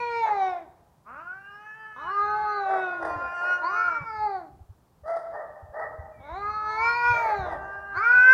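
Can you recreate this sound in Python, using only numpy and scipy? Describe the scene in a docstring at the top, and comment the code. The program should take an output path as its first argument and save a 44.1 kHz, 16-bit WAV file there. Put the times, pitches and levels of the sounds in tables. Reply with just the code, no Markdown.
"""Tomcat standoff on a shed roof

Two tomcats yowl at each other, some metres from a hand-held phone in a walled yard. One wails in loud
arches, the other holds long thin notes; both are vocal-fold harmonics shaped by an opening, closing mouth.
Further off a dog barks, tone plus hoarse breath, and a bird whistles once. Under it all lie faint
outdoor air and the hand's low rumble and soft bumps on the microphone."""
import sys
import numpy as np
from scipy import signal
from scipy.fft import rfft, irfft, next_fast_len
from scipy.io import wavfile
from scipy.ndimage import map_coordinates

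SR = 44100
rng = np.random.default_rng(int(sys.argv[2]) if len(sys.argv) > 2 else 0)


def unload_audio(sound):
    """Save the sound as a 16-bit wav file, at the path given as the first command line argument."""
    columns = np.transpose(np.atleast_2d(sound))
    # keep every value between -1 and 1, then stretch to whole-number steps
    steps = np.round(np.clip(columns, -1, 1) * 32767)
    wavfile.write(sys.argv[1], SR, steps.astype(np.int16))


N = 367353
TIME = np.arange(N) / SR


def undb(db):
    """Decibels to gain."""
    return 10 ** (np.asarray(db) / 20)


def unit(x):
    """Scale to rms 1."""
    return x / np.sqrt(np.mean(x ** 2))


def curves(table, t):
    """Each column of a breakpoint table at times t."""
    times, *columns = np.transpose(table)
    return [np.interp(t, times, column) for column in columns]


def eq_db(points, hz):
    """Read an EQ curve (f/Hz, level/dB) on a log-frequency axis."""
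    f, db = np.transpose(points)
    return np.interp(np.log(np.maximum(hz, 1)), np.log(f), db)


def noise(colour, n):
    """Noise through an EQ curve, rms 1."""
    size = next_fast_len(n)
    gain = undb(eq_db(colour, np.fft.rfftfreq(size, 1 / SR)))
    return unit(irfft(rfft(rng.standard_normal(size)) * gain, size)[:n])


def wander(rate_hz, n):
    """Smooth random modulation with spread near 1."""
    coarse = np.arange(0, n + 8, 8)
    draws = rng.standard_normal(len(coarse))
    levels = map_coordinates(draws, [coarse * rate_hz / SR], order=2, mode="nearest")
    return np.interp(np.arange(n), coarse, levels)


def gate(t, start, end, fade_s):
    """Opens at start and shuts at end, with rounded edges."""
    return np.sin(np.pi / 2 * np.clip(np.minimum(t - start, end - t) / fade_s, 0, 1)) ** 2


def bell(x, centre, width):
    """Bell curve of a resonance, 1 at its centre."""
    return 1 / (1 + ((x - centre) / width) ** 2)


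def add(track, start, sound):
    """Mix a sound into the track from start, in seconds."""
    i = max(int(start * SR), 0)
    track[i:i + len(sound)] += sound[:max(N - i, 0)]


# colour of the ambience bed: f/Hz, level/dB
AIR_EQ = [(40, -13.5), (140, 2.5), (260, -8.5), (1000, -9.5), (2000, -25.5), (3200, -28), (15000, -31.5)]
def air():
    """The quiet of the yard: a faint, dark bed of noise."""
    return undb(-64.5) * noise(AIR_EQ, N)


# fader ride of the rumble: t/s, level/dB
RUMBLE_RIDE = [(0, -57), (1.8, -75), (2.3, -50.5), (2.8, -77.5), (3.2, -52), (3.5, -72.5), (4.1, -55.5),
               (4.85, -68), (5.5, -70), (6.2, -54), (7.3, -50.5), (8.33, -59.5)]
def hand_rumble():
    """The moving hand makes an uneven low rumble."""
    gain = undb(curves(RUMBLE_RIDE, TIME)[0] + 5 * wander(16, N))
    return gain * noise([(25, -26), (65, -2), (110, -9.5), (200, -17.5), (400, -27), (1500, -89.5)], N)


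# cues for the strongest bumps: t/s, level/dB, f/Hz
BUMP_CUES = [(3.153, -34.5, 88), (4.001, -32.5, 110.5), (4.601, -37, 57), (4.689, -35.5, 80),
             (5.624, -36, 105.7), (5.985, -31.5, 80), (6.316, -32, 52.6), (7.096, -25.5, 101.4),
             (7.386, -27, 121)]
def mic_bumps():
    """Dull bumps of a few cycles; softer ones come at random once the hand grows restless."""
    restless_s = (3.3, 9.2)
    soft = [(np.interp(when, [0, 1], restless_s), -39 + 6 * (strength - .5), 84.6 * 2 ** (pitch - .5))
            for when, strength, pitch in rng.random(size=(10, 3))]
    out = np.zeros(N)
    t = np.arange(SR // 8) / SR
    swell = (t / 0.015) ** 2 * np.exp(2 - 2 * t / 0.014)
    for start, db, hz in list(BUMP_CUES) + soft:
        cycles = rng.random() + np.cumsum(hz * (1 + 0.28 * wander(82, len(t)))) / SR
        add(out, start, undb(db - 2) * swell * np.sin(2 * np.pi * cycles))
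    return out


# early reflections off the roof and the house wall: delay/s, level/dB
REFLECTIONS = [(.0067, -42), (.027, -17)]
def yard(dry, scatter_db, scatter_s, tail_db, t60_s):
    """Direct sound, two reflections, treble scattered by tiles and leaves, a duller tail between houses."""
    t = np.arange(SR * 3 // 2) / SR
    scatter = noise([(300, -11), (1500, -4.5), (4000, -6), (12000, -4)], len(t))
    scatter *= np.exp(-t / scatter_s) * gate(t, 0.00033, 2, 0.00098)
    tail = noise([(200, -4.5), (800, -9), (1800, -10.5), (4000, -7.5), (10000, -28)], len(t))
    tail *= undb(-60 * t / t60_s) * gate(t, 0.047, 2, 0.05)
    response = (undb(scatter_db) * unit(scatter) + undb(tail_db) * unit(tail)) / np.sqrt(len(t))
    for delay, db in REFLECTIONS:
        response[int(delay * SR)] += undb(db)
    return dry + signal.fftconvolve(dry, response)[:N]


# glide of the whistle: t/s, f/Hz, level/dB
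BIRD_GLIDE = [(6.11, 2440, -75), (6.18, 2290, -69.5), (6.249, 2210, -51.5), (6.32, 2067, -64.5)]
def bird():
    """One thin falling whistle."""
    hz, db = curves(BIRD_GLIDE, TIME)
    phase = 2 * np.pi * np.cumsum(hz) / SR
    return undb(db) * np.sin(phase) * gate(TIME, BIRD_GLIDE[0][0], BIRD_GLIDE[-1][0], .02)


# colour of the dog's throat: f/Hz, level/dB
DOG_EQ = [(200, -39), (430, -9), (620, -3), (780, 1.5), (950, -5), (1300, -14.5), (1550, -13.5),
          (1900, -13.5), (2300, -51), (3200, -48.5), (4300, -49), (4750, -39), (5400, -44.5), (7500, -58.5),
          (9400, -46), (11500, -76.5)]
# bark cues: t/s, length/s, pitch/Hz, level/dB, breath against tone/dB, hiss through the teeth/dB
BARK_CUES = [(0.226, 0.065, 638, -31.5, 20, -13), (2.648, 0.14, 654.5, -32.5, -2, 1.5),
             (2.979, 0.13, 640.6, -34.5, 3.5, 3), (3.377, 0.14, 611, -38.5, 1.5, 3),
             (3.779, 0.13, 642, -59, 10, -2), (5.035, 0.13, 672.4, -31, -10.5, 7.5),
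             (5.309, 0.11, 617.3, -36, -1.5, -6.5), (5.724, .12, 631, -32.5, -4, -6),
             (7.114, 0.18, 636.6, -33, -2.5, -1), (7.418, 0.12, 630.6, -34.5, 1, -2)]
def dog():
    """Each bark is a short pitch arch with hoarse breath pulsing in step; a far wall throws it back."""
    out = np.zeros(N)
    t = np.arange(SR // 3) / SR
    for start, length, pitch, db, breath_db, hiss_db in BARK_CUES:
        arch = 1 - 0.1512 * np.exp(-t / 0.02374) - 0.15 * np.clip(t / length - .9, 0, 1)
        phase = 2 * np.pi * np.cumsum(pitch * arch * (1 + 0.027 * wander(300, len(t)))) / SR
        tone = unit(sum(undb(eq_db(DOG_EQ, k * pitch)) * np.sin(k * phase) for k in range(1, 4)))
        colour = [(hz, level + hiss_db * (hz > 3000)) for hz, level in DOG_EQ]
        breath = noise(colour, len(t)) * (1 + 0.035 * np.sin(phase)) * undb(4.2 * wander(120, len(t)))
        bark = undb(db) * unit(tone + undb(breath_db) * breath) * gate(t, -0.013, length + 0.06, 0.08)
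        add(out, start, bark)
        add(out, start + 0.17, undb(-21.5) * bark)  # slapback
    return out


def squeak():
    """A very high, unsteady whistle slides down over the longest loud wail."""
    glide = [(6.9, 13600, -74.5), (7.05, 13670, -72.5), (7.2, 12780, -67.5), (7.4, 12100, -78)]
    hz, db = curves(glide, TIME)
    phase = 2 * np.pi * np.cumsum(hz + 330 * wander(900, N)) / SR
    return undb(db) * np.sin(phase) * gate(TIME, 6.88, 7.44, .05)


def yowl(contour, tract, timbre, throat, hollow, upper_width_hz, waver, jitter, slack_hz, rasp_db,
         flicker_db, fade_s, dulling, fundamental_db):
    """Harmonics of the vocal folds, weighted by the throat and by moving mouth and upper formants."""
    start, end = contour[0][0], contour[-1][0] + 0.014
    t = np.arange(start, end, 1 / SR)
    n = len(t)
    pitch, effort_db, mouth_hz = curves(contour, t)
    mouth_db, bright_db, pierce_db, upper_hz, upper_db = tract(t - start, pitch, mouth_hz, *timbre)
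    dull_db = dulling * (effort_db - effort_db.max())  # the top fades faster than the effort
    effort_db = effort_db + 1.5 * wander(14, n)  # quaver
    slack = 1 + 3.5 * np.clip((slack_hz - pitch) / 90, 0, 1)  # at low pitch the folds beat unevenly
    pitch = pitch * (1 + waver * wander(45.14, n))
    phase = 2 * np.pi * np.cumsum(pitch * (1 + jitter * slack * wander(350, n))) / SR
    voice = np.zeros(n)
    for k, offset in enumerate(rng.random(size=26), start=1):
        hz = k * pitch
        mouth = mouth_db * bell(hz, mouth_hz, 250)
        # a tightened throat tunes a piercing resonance to harmonic 5 while the fundamental thins
        focus = pierce_db * (k == 5) + (fundamental_db - 0.3 * pierce_db) * (k == 1)
        # a dip on each side of the upper formant moves with it
        dips = hollow * bell(hz, 1.25 * upper_hz, 360) + .35 * bell(hz, 0.65 * upper_hz, 260)
        upper = upper_db * (bell(hz, upper_hz, upper_width_hz) - dips)
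        treble = bright_db * np.clip((hz - 1500) / 700, 0, 1)
        treble += dull_db * np.clip((hz - 2800) / 1000, 0, 1)
        # each high overtone flickers at random in level, as if through moving air
        flicker = flicker_db * np.clip(hz / 4000, 0, 1) * wander(11.61, n)
        gain = undb(effort_db + eq_db(throat, hz) + mouth + focus + upper + treble + flicker)
        voice += gain * np.sin(k * phase + 2 * np.pi * offset)
    rasp_depth = np.minimum(undb(rasp_db) * slack, .25)
    return voice * (1 + rasp_depth * wander(500, n)) * gate(t, start, end, fade_s)


def thin_tract(age, pitch, mouth_hz, mouth_db, bright_db, upper_db):
    """Nasal and never strained: the upper formant rides on the mouth formant."""
    return mouth_db, bright_db, 0, 1.777 * mouth_hz, upper_db


# colour of the thin cat's throat and head: f/Hz, level/dB
THIN_EQ = [(250, 6.5), (400, -1.5), (700, 4), (1050, 3.5), (1400, -2.5), (1800, -11), (2100, -21),
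           (2500, -19), (2900, -22.5), (3600, -35), (4700, -25), (6000, -30.5), (7500, -42.5),
           (11000, -59.5)]
# timbre of each note: mouth formant/dB, brightness/dB, upper formant/dB
THIN_TIMBRES = [(23.5, 2, 14.5), (23.4, -11.5, 12.5)]
# one contour per note: t/s, pitch/Hz, effort/dB, mouth formant/Hz
THIN_CONTOURS = [
    [(1.04, 183.3, -68, 1210), (1.215, 330.4, -62, 1420), (1.355, 384.4, -61.5, 1550),
     (1.775, 437.6, -58, 1587), (2.035, 426.6, -53.5, 1640), (2.295, 382, -60.0, 1520),
     (2.735, 375.6, -56.5, 1474), (3.105, 349.8, -56, 1335), (3.375, 348.6, -50.0, 1577),
     (3.495, 360.9, -49, 1489), (3.635, 355.0, -52, 1420), (3.87, 354.4, -49.5, 1490),
     (4.07, 251.3, -67, 1194)],
    [(6.35, 220.4, -79, 1160), (6.66, 314, -63, 1295), (6.885, 365, -60, 1100), (7.005, 356.5, -59, 1280),
     (7.145, 408.5, -56.5, 1483), (7.555, 391.9, -53, 1500), (7.86, 399.4, -51.5, 1505),
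     (8.085, 386.7, -51.5, 1610.0), (8.33, 393.0, -53, 1640.0)],
]
def thin_cat():
    """The quieter rival holds two long, raspy notes that ease in and out."""
    out = np.zeros(N)
    for contour, timbre in zip(THIN_CONTOURS, THIN_TIMBRES):
        note = yowl(contour, thin_tract, timbre, THIN_EQ, hollow=.45, upper_width_hz=530,
                    waver=0.0044, jitter=0.0036, slack_hz=355, rasp_db=-18, flicker_db=6,
                    fade_s=0.063, dulling=0.4, fundamental_db=-4)
        add(out, contour[0][0], undb(2) * note)
    return out


def loud_tract(age, pitch, mouth_hz, mouth_db, bright_db, upper_db, strain_amount, upper_hz):
    """A bright bite as the pitch scoops up from below; piercing strain when it is pushed high."""
    strain_from_hz, strain_span_hz, mid_pitch_hz = 420.6, 45, 400
    strain = strain_amount * np.clip((pitch - strain_from_hz) / strain_span_hz, 0, 1)
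    scoop = bell(age, centre=0.065, width=0.045) * (pitch[0] < mid_pitch_hz)
    # the upper formant climbs as the pitch rises and the mouth opens
    upper_hz = upper_hz + 4.8 * (1 - 0.48 * scoop) * (pitch - mid_pitch_hz) + 0.45 * (mouth_hz - 1000)
    upper_db = upper_db - 15 * strain + 3 * scoop
    mouth_db = mouth_db + 13 * strain
    bright_db = bright_db + 16.5 * strain + 5 * scoop
    pierce_db = 7.5 * strain
    return mouth_db, bright_db, pierce_db, upper_hz, upper_db


# colour of the loud cat's throat and head: f/Hz, level/dB
LOUD_EQ = [(250, -5), (400, -3), (600, -6), (900, -5), (1400, -3), (1850, -7), (2350, -1), (2700, -20),
           (3300, -29), (5000, -28), (6000, -29), (6900, -37), (7800, -49), (9500, -45), (11000, -60)]
# base timbre per wail: mouth formant/dB, brightness/dB, upper formant/dB, strain/0-1, upper formant/Hz
LOUD_TIMBRES = [(24.6, -2, 16, 0.35, 4000), (20.46, -15.5, 25, 0.97, 4100), (20.4, -12.5, 23, 0.97, 4580),
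                (17.3, -10, 24, 0.89, 4134), (19.55, -9, 15.5, 0.8, 4400)]
# one contour per wail: t/s, pitch/Hz, effort/dB, mouth formant/Hz
LOUD_CONTOURS = [
    [(0, 483, -46.5, 770), (.21, 459.9, -44, 697), (.26, 439.7, -44, 970), (.305, 419.5, -43.5, 810),
     (.41, 384.7, -46, 745), (.485, 374, -46, 684), (.575, 348.6, -53.5, 650), (.65, 314, -67.5, 440)],
    [(1.96, 243.2, -60, 1134), (2.085, 367.5, -44.5, 1160), (2.125, 401.5, -42, 1180),
     (2.37, 425, -39, 1008), (2.56, 411.6, -39, 1023), (2.66, 389, -43, 750), (2.835, 372.2, -42, 610),
     (2.985, 339.7, -52.5, 510), (3.165, 303, -57.5, 415), (3.25, 252, -68.5, 610)],
    [(3.59, 288.4, -69, 596), (3.645, 328.5, -44, 1000), (3.765, 440, -46.5, 1200),
     (3.95, 462.4, -52, 1390), (4.04, 458.5, -53, 1287), (4.15, 431.2, -44.5, 1016),
     (4.24, 425.2, -42, 834), (4.37, 374, -46, 700), (4.48, 295, -71.5, 350)],
    [(6.2, 255, -67.5, 710), (6.29, 304, -52.5, 835), (6.38, 398, -44, 880), (6.505, 423.3, -44.5, 1320),
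     (6.745, 433, -40, 1000), (6.895, 474.7, -42.5, 1214), (7.09, 483.1, -40, 1191),
     (7.22, 460.8, -42.5, 1127), (7.31, 425.6, -37.5, 830), (7.465, 355, -45.5, 680),
     (7.56, 287.7, -60.5, 550.7)],
    [(7.92, 286, -67, 1160), (7.975, 366, -40.5, 1300), (8.04, 462, -45.5, 1290), (8.12, 492.8, -44, 1406),
     (8.21, 500.8, -41.5, 1530), (8.3, 517.8, -36.5, 1473), (8.33, 518, -38, 1500)],
]
def loud_cat():
    """The lead voice: five arching wails, the mouth opening and closing as the pitch moves."""
    out = np.zeros(N)
    for contour, timbre in zip(LOUD_CONTOURS, LOUD_TIMBRES):
        wail = yowl(contour, loud_tract, timbre, LOUD_EQ, hollow=0.34, upper_width_hz=420,
                    waver=0.0033, jitter=0.0038, slack_hz=385.3, rasp_db=-28, flicker_db=4.5,
                    fade_s=0.0038, dulling=0.1, fundamental_db=-1)
        add(out, contour[0][0], undb(3) * wail)
    return out


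def scene():
    """Mono mix: cats up front, dog and bird further back and wetter, handling noise and air dry."""
    roof = loud_cat() + thin_cat() + squeak()
    near = yard(roof, scatter_db=-4.5, scatter_s=0.031, tail_db=-25.5, t60_s=0.58)
    far = yard(dog() + bird(), scatter_db=-0.5, scatter_s=0.045, tail_db=-11, t60_s=1.1)
    return (near + far + hand_rumble() + mic_bumps() + air())[None]


def record(dry):
    """The phone cuts the top steeply at 15.7 kHz."""
    return signal.sosfilt(signal.ellip(10, .1, 80, 15700, fs=SR, output="sos"), dry)


dry = scene()
out = record(dry)
unload_audio(out)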